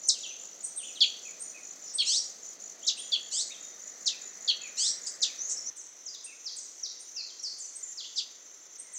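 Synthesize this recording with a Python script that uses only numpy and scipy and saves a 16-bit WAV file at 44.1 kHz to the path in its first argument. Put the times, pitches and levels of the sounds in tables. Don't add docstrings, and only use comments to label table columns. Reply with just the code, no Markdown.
import sys
import numpy as np
from scipy import signal
from scipy.fft import rfft, irfft
from scipy.io import wavfile

SR = 44100
rng = np.random.default_rng(int(sys.argv[2]) if len(sys.argv) > 2 else 0)


def pcm_store(signal):
    levels = np.round(np.clip(np.atleast_2d(signal), -1, 1) * 32767)
    wavfile.write(sys.argv[1], SR, levels.astype(np.int16).T)


N = 396018
TIME = np.arange(N) / SR
MOVE_S = 5.701

# t/s, length/s, start f/Hz, held f/Hz, last fall/Hz,
# drop time/s, level/dB, crest/share of length, 4th/dB, 5th/dB, 6th/dB (harmonics against the 3rd)
CHIP_CALLS = [ (0.0848, 0.024, 9230, 3910, 50, 0.0067, -13.5, 0.22, 1, -24, -32),
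              (1.005, 0.041, 5650, 3497, 1040, 0.0032, -16, 0.4, -1, -26, -21.5),
              (1.9823, 0.047, 5000, 3440, 1030, .0031, -23.5, 0.51, 1.5, -16, -34),
              (2.866, 0.039, 7700, 3934, 1170, 0.0077, -21.5, 0.48, -1.5, -2, -15),
              (3.1185, 0.046, 5030, 3486, 710, .0032, -22, 0.47, -3, -25, -20),
              (4.0574, 0.038, 7050, 3960, 1040, 0.009, -22, 0.53, -2, -2.5, -11),
              (4.4756, .042, 5130, 3460, 765, 0.00361, -22, 0.56, 2, -25, -16.5),
              (5.2155, 0.038, 7470, 3880, 1090, 0.0077, -21.5, 0.47, -1, -1.5, -8),
              (8.158, 0.052, 6350, 3780, 1115, 0.012, -29.5, 0.56, 4.5, -6.5, -8)]


def chips(jitter=0.015, sag_hz=260, beak_hz=8200, swell_db=8, decay_db=17.5, edge_s=0.0016):
    out = np.zeros(N)
    for s, length, start_hz, held_hz, fall_hz, drop_s, db, crest, fourth, fifth, sixth in CHIP_CALLS:
        t = np.arange(int(length * SR)) / SR
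        u = t / length
        drop = (start_hz - held_hz) * np.exp(-(t / drop_s) ** 1.3)
        hz = held_hz + drop - sag_hz * u - fall_hz * u ** 4
        off_crest = np.interp(u, [0, crest, 1], [1, 0, 1])
        envelope_db = -np.where(u < crest, swell_db, decay_db) * off_crest ** 1.35
        fundamental = hz / 3 * (1 + jitter * wobble(len(hz), 500))
        fullness = np.minimum(1, 0.97 * held_hz / hz) ** 4.3
        voice = np.sin(turn(3 * fundamental))
        for k, partial_db in enumerate((fourth, fifth, sixth, sixth - 9), 4):
            partial = np.sin(k * turn(fundamental) + rng.uniform(0, 2 * np.pi))
            voice += fullness * from_db(partial_db) * partial / (1 + (k * fundamental / beak_hz) ** 18)
        add(out, s, from_db(db + envelope_db) * voice * fade(t, edge_s, edge_s))
    return out


# f/Hz, level/dB
THROAT_EQ = [(2000, -18), (3000, -20), (3700, -10), (4700, -7), (5600, -7), (6400, -7.5), (7900, -30),
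             (9000, -24), (10300, -45)]
# t/s, length/s, held f/Hz, time to top/s, surge time constant/s, level/dB,
# roughness/0-1, screech level/dB
RASP_CALLS = [(2.051, 0.16, 1302, .132, .026, -23.5, 0.42, -36),
              (3.309, 0.13, 1446, 0.12, 0.017, -29, 0.47, -33),
              (4.766, 0.16, 1410, .125, .016, -25, 0.37, -33)]


def rasps(creep_hz_per_s=3500, top_hz=2810, screech_hz=7620, flutter=0.85, swell_db=5):
    out = np.zeros(N)
    for s, length, held_hz, top_s, surge_s, db, rough, screech_db in RASP_CALLS:
        size = int(length * SR)
        t = np.arange(size) / SR
        scoop = 1 - 0.18 * np.exp(-t / 0.01234)
        creep = held_hz + creep_hz_per_s * t
        surge = np.exp(np.minimum(0, t - top_s) / surge_s)
        hz = scoop * (creep + (top_hz - creep) * surge)
        phase = turn(hz * (1 + 0.054 * rough * wobble(size, 500)))
        voice = np.zeros(size)
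        for k in range(2, 8):
            partial = gain_at(THROAT_EQ, k * hz) * np.sin(k * phase + rng.uniform(0, 2 * np.pi))
            voice += partial * (1 + flutter * rough * wobble(size, 310))
        voice *= from_db(db + swell_db * t / length) * fade(t, 0.023, 0.02)
        screech = np.sin(turn(screech_hz * scoop * (1 + 0.061 * wobble(size, 664))))
        screech *= 1 + flutter * rough * wobble(size, 400)
        add(out, s, voice + from_db(screech_db) * screech * fade(t, 0.017, 0.048))
    return out


# t/s, length/s, centre f/Hz, width/Hz, level/dB
TICK_CALLS = [(1.843, 0.12, 5570, 650, -46.5), (5.058, 0.037, 7170, 1700, -36),
              (5.06, 0.031, 5110, 690, -37), (5.492, 0.023, 7050, 1090, -29),
              (5.506, 0.03, 6930, 1200, -31.5)]


def ticks():
    out = np.zeros(N)
    for s, length, hz, width_hz, db in TICK_CALLS:
        size = int(length * SR)
        burst = wobble(size, width_hz / 2) * np.sin(turn(np.full(size, hz))) * np.sqrt(2)
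        add(out, s, from_db(db) * burst * signal.windows.tukey(size, 0.6))
    return out


def notes(table, shape, jitter, jitter_hz, crest, taper, haste=1, tremor_db=3):
    out = np.zeros(N)
    bend = np.polyfit([0, 0.5 ** haste, 1], np.log(shape), 2)
    for s, length, pitch, db in table:
        u = np.linspace(0, 1, int(length * SR))
        hz = pitch * np.exp(np.polyval(bend, u ** haste))
        phase = turn(hz * (1 + jitter * wobble(len(u), jitter_hz)))
        swell = np.sin(np.interp(u, [0, crest, 1], [0, np.pi / 2, 0])) ** taper
        tremor = tremor_db * wobble(len(u), 60)
        add(out, s, from_db(db + tremor) * swell * np.sin(phase))
    return out


# t/s, length/s, f/Hz, level/dB
SLUR_NOTES = [ (5.758, 0.088, 6370, -40), (6.054, 0.056, 5330, -36.5), (6.132, 0.041, 3750, -44),
              (6.556, 0.084, 6440, -37), (7.152, 0.084, 4596, -35), (7.422, 0.079, 4780, -31.5),
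              (7.420, 0.062, 6930, -48.5), (7.580, 0.1, 6480, -37.5), (8.926, 0.08, 6650, -38)]
DIVE_NOTES = [(6.448, 0.056, 4620, -36), (6.820, .06, 4800, -33), (7.966, 0.059, 4150, -36)]
PEEP_NOTES = [(6.785, 0.02, 6070, -45), (7.392, .024, 5650, -40), (7.824, 0.033, 7220, -36.5),
              (7.922, .029, 6550, -50)]


def slurs():
    kinds = (SLUR_NOTES, (1.654, 0.98, 0.9)), (DIVE_NOTES, (1.54, 1, 0.62)), (PEEP_NOTES, (0.86, 1, 0.83))
    calls = sum(notes(table, shape, jitter=0.014, jitter_hz=300, crest=0.33, taper=1.5, haste=0.8)
                for table, shape in kinds)
    return forest(calls, leaves_db=-4, leaves_t60=0.47, trunks_db=-3.5, trunks_t60=0.8, gap_s=0.011)


# t/s, length/s, f/Hz, level/dB
LISP_NOTES = [ (0.074, 0.018, 8760, -37), (.628, 0.035, 8380, -30), (.758, 0.04, 8570, -32.5),
              (1.393, 0.037, 8670, -37.5), (1.935, .038, 8280, -29.5), (2.964, 0.05, 8680, -37),
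              (6.239, 0.026, 8590, -36.5), (6.993, 0.032, 8780, -44.5), (7.749, 0.029, 8280, -36.5),
              (8.782, 0.032, 8520, -37)]


def lisps(shape=(0.98, 0.99, 1.04), flick_s=0.021, flick_rise=1.07, flick_db=-13):
    calls = notes(LISP_NOTES, shape, jitter=0.024, jitter_hz=500, crest=0.74, taper=0.93)
    flicks = [(s + length - flick_s, flick_s, hz * shape[-1], db + flick_db)
              for s, length, hz, db in LISP_NOTES]
    flick_shape = (1, np.sqrt(flick_rise), flick_rise)
    calls += notes(flicks, flick_shape, jitter=0.05, jitter_hz=700, crest=0.26, taper=0.8)
    return forest(calls, leaves_db=-4.5, leaves_t60=0.25, trunks_db=-11.5, trunks_t60=0.76, gap_s=0.0086)


# t/s, length/s, f/Hz, level/dB
WHISTLE_NOTES = [ (.030, 0.063, 6200, -39), (.180, 0.21, 6070, -46.5), (5.378, 0.0635, 6150, -36.5),
                 (5.425, 0.046, 6360, -36), (5.487, 0.0495, 5790, -37.5), (5.565, 0.022, 5550, -35.5),
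                 (5.655, 0.041, 5980, -34)]


def whistles():
    calls = notes(WHISTLE_NOTES, (0.94, 1, 1.1), jitter=0.02, jitter_hz=400, crest=0.58, taper=0.56)
    return forest(calls, leaves_db=-6.5, leaves_t60=0.23, trunks_db=3, trunks_t60=0.42, gap_s=0.0076)


# t/s, length/s, f/Hz, level/dB
FALL_NOTES = [ (.125, .06, 3050, -48.5), (.226, .042, 3200, -40.5), (.232, .043, 4050, -42),
              (.272, 0.049, 2930, -49), (.775, .049, 3300, -50.5), (.862, .051, 2920, -50),
              (.952, .04, 3450, -41.5), (7.280, 0.035, 3700, -50.5)]
RISE_NOTES = [(.828, 0.044, 3330, -42.5), (2.818, 0.082, 3630, -46), (2.972, 0.049, 3330, -43),
              (3.498, .041, 2620, -51.5), (8.040, 0.041, 3500, -43.5)]
ARCH_NOTES = [ (1.250, 0.051, 2545, -50.5), (1.535, 0.065, 2550, -50), (3.505, .05, 3770, -44.5),
              (4.105, .047, 2690, -48), (4.605, 0.079, 2610, -47), (5.265, 0.0476, 2580, -50.5),
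              (6.262, 0.074, 2640, -52), (7.165, 0.061, 2730, -53.5)]
MOAN_NOTES = [(7.720, .24, 1990, -67.5), (8.820, .16, 1990, -65.5)]


def far_warbles():
    kinds = ((FALL_NOTES, (1.25, 0.99, 0.81)), (RISE_NOTES, (0.77, 1, 1.07)),
             (ARCH_NOTES, (0.99, 0.97, 0.82)), (MOAN_NOTES, (1.2, 1, 0.97)))
    calls = sum(notes(table, shape, jitter=0.024, jitter_hz=250, crest=0.46, taper=0.39)
                for table, shape in kinds)
    return forest(calls, leaves_db=-5.5, leaves_t60=0.21, trunks_db=-4, trunks_t60=0.83, gap_s=0.007)


# from t/s, to t/s
NEAR_INSECT_BOUTS = [(0, .5), (.608, .7), (.835, 2.9), (3.016, 5.7)]
FAR_INSECT_BOUTS = [(.045, 3.1), (3.49, 5.7)]
PIPPING_BOUTS = [(8.146, 8.95)]


def insect(bouts, db, glide_hz, beat_s, chirp_every_s=0.1995, strokes=5, stroke_s=0.012):
    out, size = np.zeros(N), int(stroke_s * SR)
    for s in np.concatenate([np.arange(start, end, chirp_every_s) for start, end in bouts]):
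        for k in range(strokes):
            hz = np.linspace(*glide_hz, size) * (1 + rng.normal(0, 0.0074))
            stroke = from_db(db + rng.normal(0, 1.7)) * np.hanning(size) * np.sin(turn(hz))
            add(out, (round(s / beat_s) + k) * beat_s - stroke_s / 2, stroke)
    return out


# f/Hz, relative level/dB
SHRILL_EQ = [(1000, -70), (5800, -30), (6400, 3), (6900, -1), (7500, -3), (7850, -30), (10000, -67)]
# t/s, level/dB
SHRILL_RIDE = [(5.7, -95), (6.1, -55.5), (6.9, -56), (7.6, -54.5), (8.05, -50), (8.25, -58), (8.98, -61)]


def shrill_buzz():
    return from_db(np.interp(TIME, *np.transpose(SHRILL_RIDE))) * coloured(SHRILL_EQ)


# f/Hz, relative level/dB
DRONE_EQ = [(200, -72), (800, -15), (1200, -6), (1600, -5.5), (1800, 1), (2100, 0.5), (2400, -13),
            (3000, -39), (6000, -73)]
# t/s, level/dB
DRONE_RIDE = [(0, -92), (1.5, -67), (2.6, -70.5), (3.6, -65), (4.7, -60), (5.3, -60.5), (5.7, -65.5),
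              (5.8, -78), (8.2, -78), (8.98, -71)]


def far_drone():
    return from_db(np.interp(TIME, *np.transpose(DRONE_RIDE))) * coloured(DRONE_EQ)


# f/Hz, relative level/dB
FIRST_MURMUR_EQ = [(18, -68), (30, -35), (80, -24.5), (190, -4.5), (301, -3), (509, 0.5), (696, -0.5),
                   (773, -4), (974, -9.5), (1230, -6), (1750, -10), (1990, -7.5), (2720, -11), (3730, -9),
                   (4500, -4.5), (5850, -34), (9900, -120)]
FIRST_CHORUS_EQ = [(300, -46), (3000, -34), (4500, -15), (5500, -5), (5850, 2.5), (6150, 7), (6600, 1),
                   (7300, -1), (7700, -9), (8300, -21.5), (9700, -25), (15500, -25.5)]
SECOND_MURMUR_EQ = [(18, -69), (30, -39), (75, -24), (167, -8), (224, -7), (307, -0.5), (448, 1), (696, -1),
                    (773, -3.5), (1510, -3), (1750, -7), (1910, -1), (2720, -8), (3500, -3.5), (4500, -5),
                    (5850, -57), (9900, -120)]
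SECOND_CHORUS_EQ = [(300, -58), (3000, -19), (4500, -23), (5450, -5.5), (5850, 3), (6100, 7.5), (6600, -3),
                    (7300, -8.5), (7800, -22), (8300, -24.5), (9700, -27.5), (15500, -28)]


def forest_bed(murmur_eq, chorus_eq, murmur_db, chorus_db, flicker_db=2.5):
    chorus = from_db(chorus_db + flicker_db * wobble(N, 30)) * coloured(chorus_eq)
    return from_db(murmur_db) * coloured(murmur_eq) + chorus


def forest(x, leaves_db, leaves_t60, trunks_db, trunks_t60, gap_s, dull_hz=15000):
    t = np.arange(SR) / SR

    def echoes(db, t60, density):
        spray = rng.standard_normal(SR) * (rng.random(SR) < density)
        spray *= from_db(-60 * t / t60) * (1 - np.exp(-(t / gap_s) ** 2))
        return from_db(db) * spray / np.sqrt(np.sum(spray ** 2))

    leaves = echoes(leaves_db, leaves_t60, density=0.03)
    trunks = cut(echoes(trunks_db, trunks_t60, density=0.2), "low", dull_hz, order=1)
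    return x + signal.fftconvolve(x, leaves + trunks)[:N]


def from_db(db):
    return 10 ** (np.asarray(db) / 20)


def gain_at(eq, hz):
    points, db = np.transpose(eq)
    return from_db(np.interp(np.log(hz + 1), np.log(points), db))


def coloured(eq):
    hz = np.arange(N // 2 + 1) * SR / N
    noise = irfft(rfft(rng.standard_normal(N)) * gain_at(eq, hz), N)
    return noise / np.std(noise)


def wobble(size, hz):
    slow = cut(rng.standard_normal(size + 4000), "low", hz, order=2)[4000:]
    return slow / np.sqrt(2.8 * hz / SR)


def turn(hz):
    return 2 * np.pi * np.cumsum(hz) / SR


def cut(x, kind, hz, order):
    return signal.sosfilt(signal.butter(order, hz, kind, fs=SR, output="sos"), x)


def fade(t, attack_s, release_s):
    return np.minimum(1, t / attack_s) * np.minimum(1, (t[-1] - t) / release_s)


def add(out, s, sound):
    at = round(s * SR) + np.arange(len(sound))
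    inside = (at >= 0) & (at < N)
    out[at[inside]] += sound[inside]


def scene():
    birds = forest(chips(), leaves_db=-5, leaves_t60=0.16, trunks_db=-7.5, trunks_t60=0.49,
                   gap_s=0.0057, dull_hz=4160)
    harsh = cut(rasps() + ticks(), "low", 9600, order=10)
    birds += forest(harsh, leaves_db=-2.5, leaves_t60=0.26, trunks_db=-11, trunks_t60=0.55, gap_s=0.0031)
    birds += slurs() + lisps() + far_warbles()

    first = whistles()
    chirps = insect(NEAR_INSECT_BOUTS, db=-38, glide_hz=(7380, 6444), beat_s=0.01901)
    chirps += insect(FAR_INSECT_BOUTS, db=-43, glide_hz=(6273, 5700), beat_s=0.0197)
    first += forest(chirps, leaves_db=-5.5, leaves_t60=0.12, trunks_db=-25.5, trunks_t60=0.45, gap_s=0.023)
    first += forest_bed(FIRST_MURMUR_EQ, FIRST_CHORUS_EQ, murmur_db=-58.5, chorus_db=-50)

    second = forest_bed(SECOND_MURMUR_EQ, SECOND_CHORUS_EQ, murmur_db=-62.5, chorus_db=-52)
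    second += shrill_buzz()
    second += insect(PIPPING_BOUTS, db=-51, glide_hz=(7300, 7230), beat_s=0.023678,
                     chirp_every_s=0.0947, strokes=2, stroke_s=0.02)
    return (birds + far_drone() + np.where(TIME < MOVE_S, first, second))[None]


def record(dry, top_hz=15750):
    thin = cut(dry, "high", 67, order=1)
    return signal.sosfilt(signal.ellip(10, 0.1, 70, top_hz, fs=SR, output="sos"), thin)


dry = scene()
out = record(dry)
pcm_store(out)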